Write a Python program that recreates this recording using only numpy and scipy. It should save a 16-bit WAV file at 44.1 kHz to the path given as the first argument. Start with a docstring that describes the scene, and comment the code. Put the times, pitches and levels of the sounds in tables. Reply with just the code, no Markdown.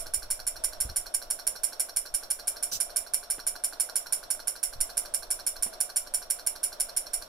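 """A timer relay on a sheet-metal plate clacks in and out six times a second in a small workshop.
Each blow rings its armature and case: a bright snap on the pull-in, a softer tick on the drop-out.
Bench and walls answer with a row of echoes and a short tail that shift as the hand-held phone moves.
Underneath, a fan hums, the hand rumbles and bumps on the phone, and one brief, bright hiss rings out."""
import sys
import numpy as np
from scipy import signal
from scipy.fft import rfft, irfft, next_fast_len
from scipy.io import wavfile
from scipy.ndimage import uniform_filter1d, map_coordinates

SR = 44100
rng = np.random.default_rng(int(sys.argv[2]) if len(sys.argv) > 2 else 0)


def put_to_file(sound):
    """Save the sound as 16-bit audio at rate SR, in the file named by the first command-line argument."""
    columns = np.atleast_2d(sound).T  # one column per channel
    safe = np.clip(columns, -1, 1)
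    whole_steps = np.round(safe * 32767)
    wavfile.write(sys.argv[1], SR, whole_steps.astype(np.int16))


N = 321030

# colour of the fan's air (frequency [Hz], level [dB])
FAN_COLOUR = [(53, -35), (90, -24.5), (288, -12), (759, -10), (1480, -11.5), (1800, -19.5), (2330, -22),
              (3080, -21), (3510, -16.5), (7610, -31), (8120, -23), (8850, -28), (15500, -42)]
# duct resonances (frequency [Hz], width [Hz], level [dB])
DUCT_MODES = [(610, 126, 8.5), (719.6, 28, 15), (897, 7.7, 0), (1440, 52, 6)]
# stereo image of the noises (frequency [Hz], left-right correlation)
NOISE_IMAGE = [(40, 0.97), (125, 0.9), (300, 0.46), (1000, 0.37), (2500, 0.0047), (10000, 0.05)]
# swells of the hand rumble (time [s], level [dB])
GRIP_LEVEL = [(0.0, -47), (0.2, -44.5), (0.4, -52.5), (0.75, -45), (0.87, -44), (1.07, -53), (1.95, -57.5),
              (2.2, -56), (3.4, -56.5), (3.95, -60), (4.4, -54.5), (4.6, -63), (4.76, -43.5), (4.95, -52),
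              (5.6, -54.5), (6.14, -58), (7.28, -55.5)]
# colour of the hand rumble (frequency [Hz], level [dB])
GRIP_COLOUR = [(15, 10.5), (30, 5.5), (75, -11.5), (130, -15.5), (300, -63.5)]
# finger bumps (time [s], level [dB], pitch [Hz], width over pitch)
FINGER_BUMPS = [(0.17, -38, 38.3, 0.5), (0.851, -29.5, 55, 0.28), (.895, -35, 73, 0.52),
                (3.38, -44, 298, 2.4), (4.76, -43, 55, .32), (5.662, -40.5, 292, 1.2)]
# resonances of the brief hiss (frequency [Hz], width [Hz], level [dB])
HISS_MODES = [(119, 48, -8.5), (3020, 660, -11), (3950, 340, -3.5), (5120, 470, 1), (5970, 210, 8),
              (7100, 640, -0.5), (8050, 1100, -1.5), (9600, 2200, -5.5), (11900, 500, -4.5),
              (13900, 850, -5)]
# early echoes off bench and walls (delay [ms], left level [dB], right level [dB])
EARLY_ECHOES = [(1.2, -12, -3), (2.7, -13, -10), (5.1, -4, -3), (7.6, 3, 3), (8.7, -10, -3), (10, -7, -4),
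                (11.3, -10, -8), (13.4, -5, -9), (14.4, -1, -8), (16.6, -8, -8), (19.4, -8, -7),
                (23.5, -9, -12), (27.4, -11, -12)]
# room tail (frequency [Hz], time to fall 60 dB [s])
TAIL_DECAY = [(1000, 0.15), (2600, 0.26), (4300, 0.15), (5500, 0.23), (9500, 0.18), (15000, 0.21)]
# colour of the direct path, partly shaded by the case (frequency [Hz], level [dB])
DIRECT_COLOUR = [(650, -4), (1500, 5.5), (2400, -7.5), (4300, -7.5), (5500, -18), (7400, -53), (9500, -3),
                 (12000, -16)]
# direct path as the phone moves (time [s], level [dB])
DIRECT_LEVEL = [(0, 3.5), (2.4, 0), (2.8, 4.5), (4.4, 5.5), (4.8, 1.5), (6, 3), (7.28, -2)]
# pull-in blows (time [s], level [dB])
PULL_INS = [(-0.03, 9.5), (0.1365, 9.5), (0.303, 10), (0.4669, 8.5), (0.6377, 10), (0.8022, 10),
            (0.96, 10.5), (1.1401, 9.5), (1.302, 9), (1.4674, 9.5), (1.6336, 10.5), (1.7961, 10.5),
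            (1.962, 10.5), (2.14, 10), (2.302, 9.5), (2.472, 9.5), (2.6263, 9), (2.8019, 10.5),
            (2.9607, 11), (3.1358, 10.5), (3.301, 10), (3.4665, 10), (3.6377, 10), (3.7988, 11.5),
            (3.9563, 10.5), (4.124, 10.5), (4.3029, 9.5), (4.4725, 8.5), (4.6296, 10.5), (4.804, 11),
            (4.9701, 10), (5.1387, 9.5), (5.304, 10.5), (5.4648, 10.5), (5.6239, 10.5), (5.803, 10),
            (5.9598, 11.5), (6.1383, 10.5), (6.3006, 10), (6.4643, 10), (6.6313, 10.5), (6.7991, 10.5),
            (6.9642, 10.5), (7.133, 9)]
# drop-out blows (time [s], level [dB])
DROP_OUTS = [(0.0597, -9.5), (0.2216, -8.5), (0.3922, -8), (0.5572, -9), (0.7249, -10), (0.89, -9),
             (1.0581, -8), (1.2161, -8), (1.388, -7.5), (1.5532, -7), (1.723, -8.5), (1.886, -8.5),
             (2.0535, -7), (2.2267, -8), (2.389, -8), (2.5604, -8.5), (2.718, -11), (2.8953, -12),
             (3.0638, -12), (3.2288, -11), (3.3917, -8.5), (3.554, -9), (3.7246, -10), (3.889, -9),
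             (4.0601, -9), (4.2288, -11.5), (4.3931, -9.5), (4.554, -9), (4.7265, -9.5), (4.8929, -8.5),
             (5.0502, -9), (5.2233, -9), (5.39, -9), (5.5576, -10), (5.7285, -11), (5.8922, -9),
             (6.064, -12), (6.218, -9), (6.3872, -9.5), (6.5535, -9), (6.7201, -9), (6.8864, -9.5),
             (7.06, -9.5), (7.2151, -8)]
# armature striking the core (frequency [Hz], width [Hz], level [dB])
CORE_MODES = [(2035, 19, -17.5), (2346, 34.5, -17), (2817, 46, -19.5), (3020, 1870, -30), (4190, 170, -21),
              (4540, 790, -25), (5380, 120, -16.5), (5408, 234, -6.5), (5816, 630, -17.5), (7430, 53, -13),
              (7124, 507, -10.5), (7700, 650, -11.5), (9264, 96, 0.5), (9540, 330, 2.5), (9479, 252, 7),
              (10070, 760, -7), (11580, 110, -5), (11600, 960, -13), (13200, 500, -44), (14300, 1500, -37)]
# armature falling back on its stop (frequency [Hz], width [Hz], level [dB])
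STOP_MODES = [(2130, 740, -20), (4230, 99, 3), (4740, 130, -4.5), (5506, 80, 5), (6200, 1100, -15.5),
              (7400, 230, -12.5), (9620, 710, -8.5), (11800, 800, -10.5), (14240, 820, -15.5)]
# knock of the plastic case (frequency [Hz], width [Hz], level [dB])
CASE_MODES = [(557, 243, 0.5), (1141, 47, 3.5), (1425, 83, 5), (1633, 187, 0.5)]
# case knock relative to its drop-out blow (time [s], level [dB])
DROP_KNOCK_LEVEL = [(0, -7), (3.2, -7.5), (3.5, -4), (4.4, -7), (4.8, -6.5), (7.28, -7)]
# balance of the phone's two ports (frequency [Hz], left minus right [dB])
PORT_BALANCE = [(60, -0.5), (110, 2.5), (200, 0), (380, -0.5), (700, 3.5), (1290, -1), (2380, -1),
                (4400, -3.5), (8120, -5), (15000, -7)]


def amp(db):
    """Decibels to gain."""
    return 10 ** (np.asarray(db) / 20)


def unit(x):
    """Scale to rms 1."""
    return x / np.sqrt(np.mean(x ** 2) + 1e-20)


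def at_hz(rows, hz):
    """Read (frequency, value) rows on a log axis."""
    freqs, values = np.transpose(rows)
    return np.interp(np.log(hz + 1), np.log(freqs + 1), values)


def at_time(rows, t):
    """Read (time, value) rows as straight ramps."""
    return np.interp(t, *np.transpose(rows))


def filtered(x, response):
    """Shape x with a complex frequency response."""
    size = next_fast_len(x.shape[-1] + 8192)
    return irfft(rfft(x, size) * response(np.fft.rfftfreq(size, 1 / SR)), size)[..., :x.shape[-1]]


def modes(table):
    """Response of a bank of ringing resonances, alternating in polarity."""
    return lambda hz: sum((-1) ** k * amp(db) * 1j * hz * width / (pitch**2 - hz**2 + 1j * hz * width)
                          for k, (pitch, width, db) in enumerate(table))


def wobble(rate):
    """A smooth random curve through rate points a second."""
    points = rng.standard_normal(int(N * rate / SR) + 4)
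    return map_coordinates(points, [np.arange(N) * rate / SR])


def stereo_noise(colour):
    """Coloured noise of rms 1, centred in the bass and wide in the treble."""
    def mid_side(hz):
        spread = np.arccos(np.clip(at_hz(NOISE_IMAGE, hz), -1, 1)) / 2
        return colour(hz) * [np.cos(spread), np.sin(spread)]
    mid, side = filtered(rng.standard_normal((2, N)), mid_side)
    return unit(np.array([mid + side, mid - side]))


def fan():
    """A bed of slightly unsteady air, humming at the duct's resonances."""
    air = stereo_noise(lambda hz: amp(at_hz(FAN_COLOUR, hz)) * np.abs(1 + modes(DUCT_MODES)(hz)))
    flutter = amp(.6 * wobble(3) + wobble(12))
    return amp(-51.5) * flutter * air


def hand():
    """The grip rumbles unevenly; each finger bump is a soft push with a short rough tail."""
    grip = amp(at_time(GRIP_LEVEL, np.arange(N) / SR) + 3.2 * wobble(27))
    out = grip * stereo_noise(lambda hz: amp(at_hz(GRIP_COLOUR, hz)))
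    t = np.arange(SR // 6) / SR
    for start, db, hz, width in FINGER_BUMPS:
        push = amp(1.5 - 7.7 * t * hz) * np.sin(2 * np.pi * hz * t)
        rough = unit(filtered(rng.standard_normal(len(t)), modes([(hz, width * hz, 0)])))
        envelope = amp(2 - 60 * t / .061) * np.minimum(1, t * hz)
        out[:, round(start * SR):][:, :len(t)] += amp(db) * (push + envelope * rough)
    return out


def ringing_hiss(start_s=2.712, peak_s=2.732, release_s=2.768):
    """One brief, bright, grainy ringing hiss: quick rise, slow sag, then a faster fall."""
    t = np.arange(N) / SR
    grain = amp(2 * wobble(700)) * np.clip((t - start_s) / .0064, 0, 1)
    swell_db = np.minimum(600 * (t - peak_s), -200 * (t - peak_s))
    release_db = -500 * np.clip(t - release_s, 0, None)
    hiss = stereo_noise(lambda hz: np.abs(modes(HISS_MODES)(hz)))
    return amp(-28 + swell_db + release_db) * grain * hiss


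def smeared_pulses(delays_ms, smear_ms, count):
    """A stereo pulse per blow and delay; uneven surfaces scatter the arrival of the treble."""
    per_path = .72 * rng.random((len(delays_ms), 1, 26))
    per_blow = .28 * rng.random((count, len(delays_ms), 1, 26))
    per_port = .02 * rng.random((len(delays_ms), 2, 26))
    bands = np.repeat(per_path + per_blow + per_port, 41, axis=-1)
    lag = uniform_filter1d(bands, size=41)[..., :1025]
    hz = np.fft.rfftfreq(2048, 1 / SR)
    arrival_ms = delays_ms[:, None, None] + smear_ms * lag * hz ** 2 / (hz ** 2 + 3000 ** 2)
    return irfft(np.exp(-2j * np.pi * np.cumsum(arrival_ms * SR / 1000, axis=-1) / 2048))


def room_tails(count, likeness, rise_s=.008):
    """A diffuse tail per blow, partly like the one before: it blooms, then dies away band by band."""
    size = SR // 3
    fresh = rng.standard_normal((count, 2, size))
    renewal = np.sqrt(1 - likeness ** 2)
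    fresh[0] /= renewal  # the first tail starts at full strength
    drifting = signal.lfilter([renewal], [1, -likeness], fresh, axis=0)
    hz, t, spectrum = signal.stft(drifting, SR, nperseg=256)
    decay = amp(-60 * t / at_hz(TAIL_DECAY, hz)[:, None])
    tails = signal.istft(spectrum * decay, SR, nperseg=256)[1][..., :size]
    return tails * (1 - np.exp(-np.arange(size) / (SR * rise_s)))


def blows_in_room(times, tail_db, smear_ms, likeness, scatter_db):
    """Each blow as a direct pulse, early echoes and a tail, with a second of padding at both ends."""
    count = len(times)
    replies = amp(tail_db) * room_tails(count, likeness)
    delays_ms, *echo_db = np.transpose(EARLY_ECHOES)
    gains = amp(np.transpose(echo_db) + scatter_db * rng.standard_normal((count, len(delays_ms), 2)))
    echoes = smeared_pulses(delays_ms, smear_ms, count)
    replies[..., :2048] += np.einsum("bep,bept->bpt", gains, echoes)  # blow, echo, port, time
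    direct, room = np.zeros((2, 2, N + 2 * SR))
    for time, reply, pulse in zip(times, replies, smeared_pulses(np.zeros(1), smear_ms, count)):
        start = round((time + 1) * SR)
        room[:, start:start + reply.shape[-1]] += reply
        direct[:, start:start + 2048] = amp(at_time(DIRECT_LEVEL, time)) * pulse[0]
    return room + filtered(direct, lambda hz: amp(at_hz(DIRECT_COLOUR, hz)))


def held(times, values):
    """Hold each blow's value until just before the next, on the padded timeline."""
    blow = np.searchsorted(times, np.arange(N + 2 * SR) / SR - 1 + .002) - 1
    return np.asarray(values)[np.clip(blow, 0, None)]


def relay_drop_out():
    """The soft tick: the armature falls back, rings on its stop and knocks the case."""
    times, db = np.transpose(DROP_OUTS)
    blows = blows_in_room(times, tail_db=-19.5, smear_ms=2.2, likeness=.6, scatter_db=1.5)
    blows *= amp(held(times, db))
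    steel = filtered(blows, modes(STOP_MODES))
    knock = filtered(blows * amp(held(times, at_time(DROP_KNOCK_LEVEL, times))), modes(CASE_MODES))
    return (steel + knock)[:, SR:SR + N]


def relay_pull_in():
    """The bright snap: the armature strikes the core, and steel rings over a light case knock."""
    times, db = np.transpose(PULL_INS)
    blows = blows_in_room(times, tail_db=-20, smear_ms=1.3, likeness=.7, scatter_db=2)
    direct_db = at_time(DIRECT_LEVEL, times)
    # a clearer direct path leans the steel to the right
    balance_db = -.3 * (direct_db - direct_db.mean()) + 1.4 * rng.standard_normal(len(times))
    left_db = held(times, balance_db) / 2
    steel = filtered(blows * amp(held(times, db) + [left_db, -left_db]), modes(CORE_MODES))
    knock = amp(-16.5) * filtered(blows, modes(CASE_MODES))
    return (steel + knock)[:, SR:SR + N]


def scene():
    """The relay up front, over fan, hand and one ringing hiss."""
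    return relay_pull_in() + relay_drop_out() + fan() + hand() + ringing_hiss()


def record(dry, roll_off_hz=15500, top_hz=15750):
    """Each of the phone's ports adds its own colour, and the very top rolls off steeply."""
    def response(hz):
        balance = amp(at_hz(PORT_BALANCE, hz) * [[.5], [-.5]])
        high_cut = (hz < top_hz) / (1 + (hz / roll_off_hz) ** 40)
        return balance * high_cut
    return filtered(dry, response)


dry = scene()
out = record(dry)
put_to_file(out)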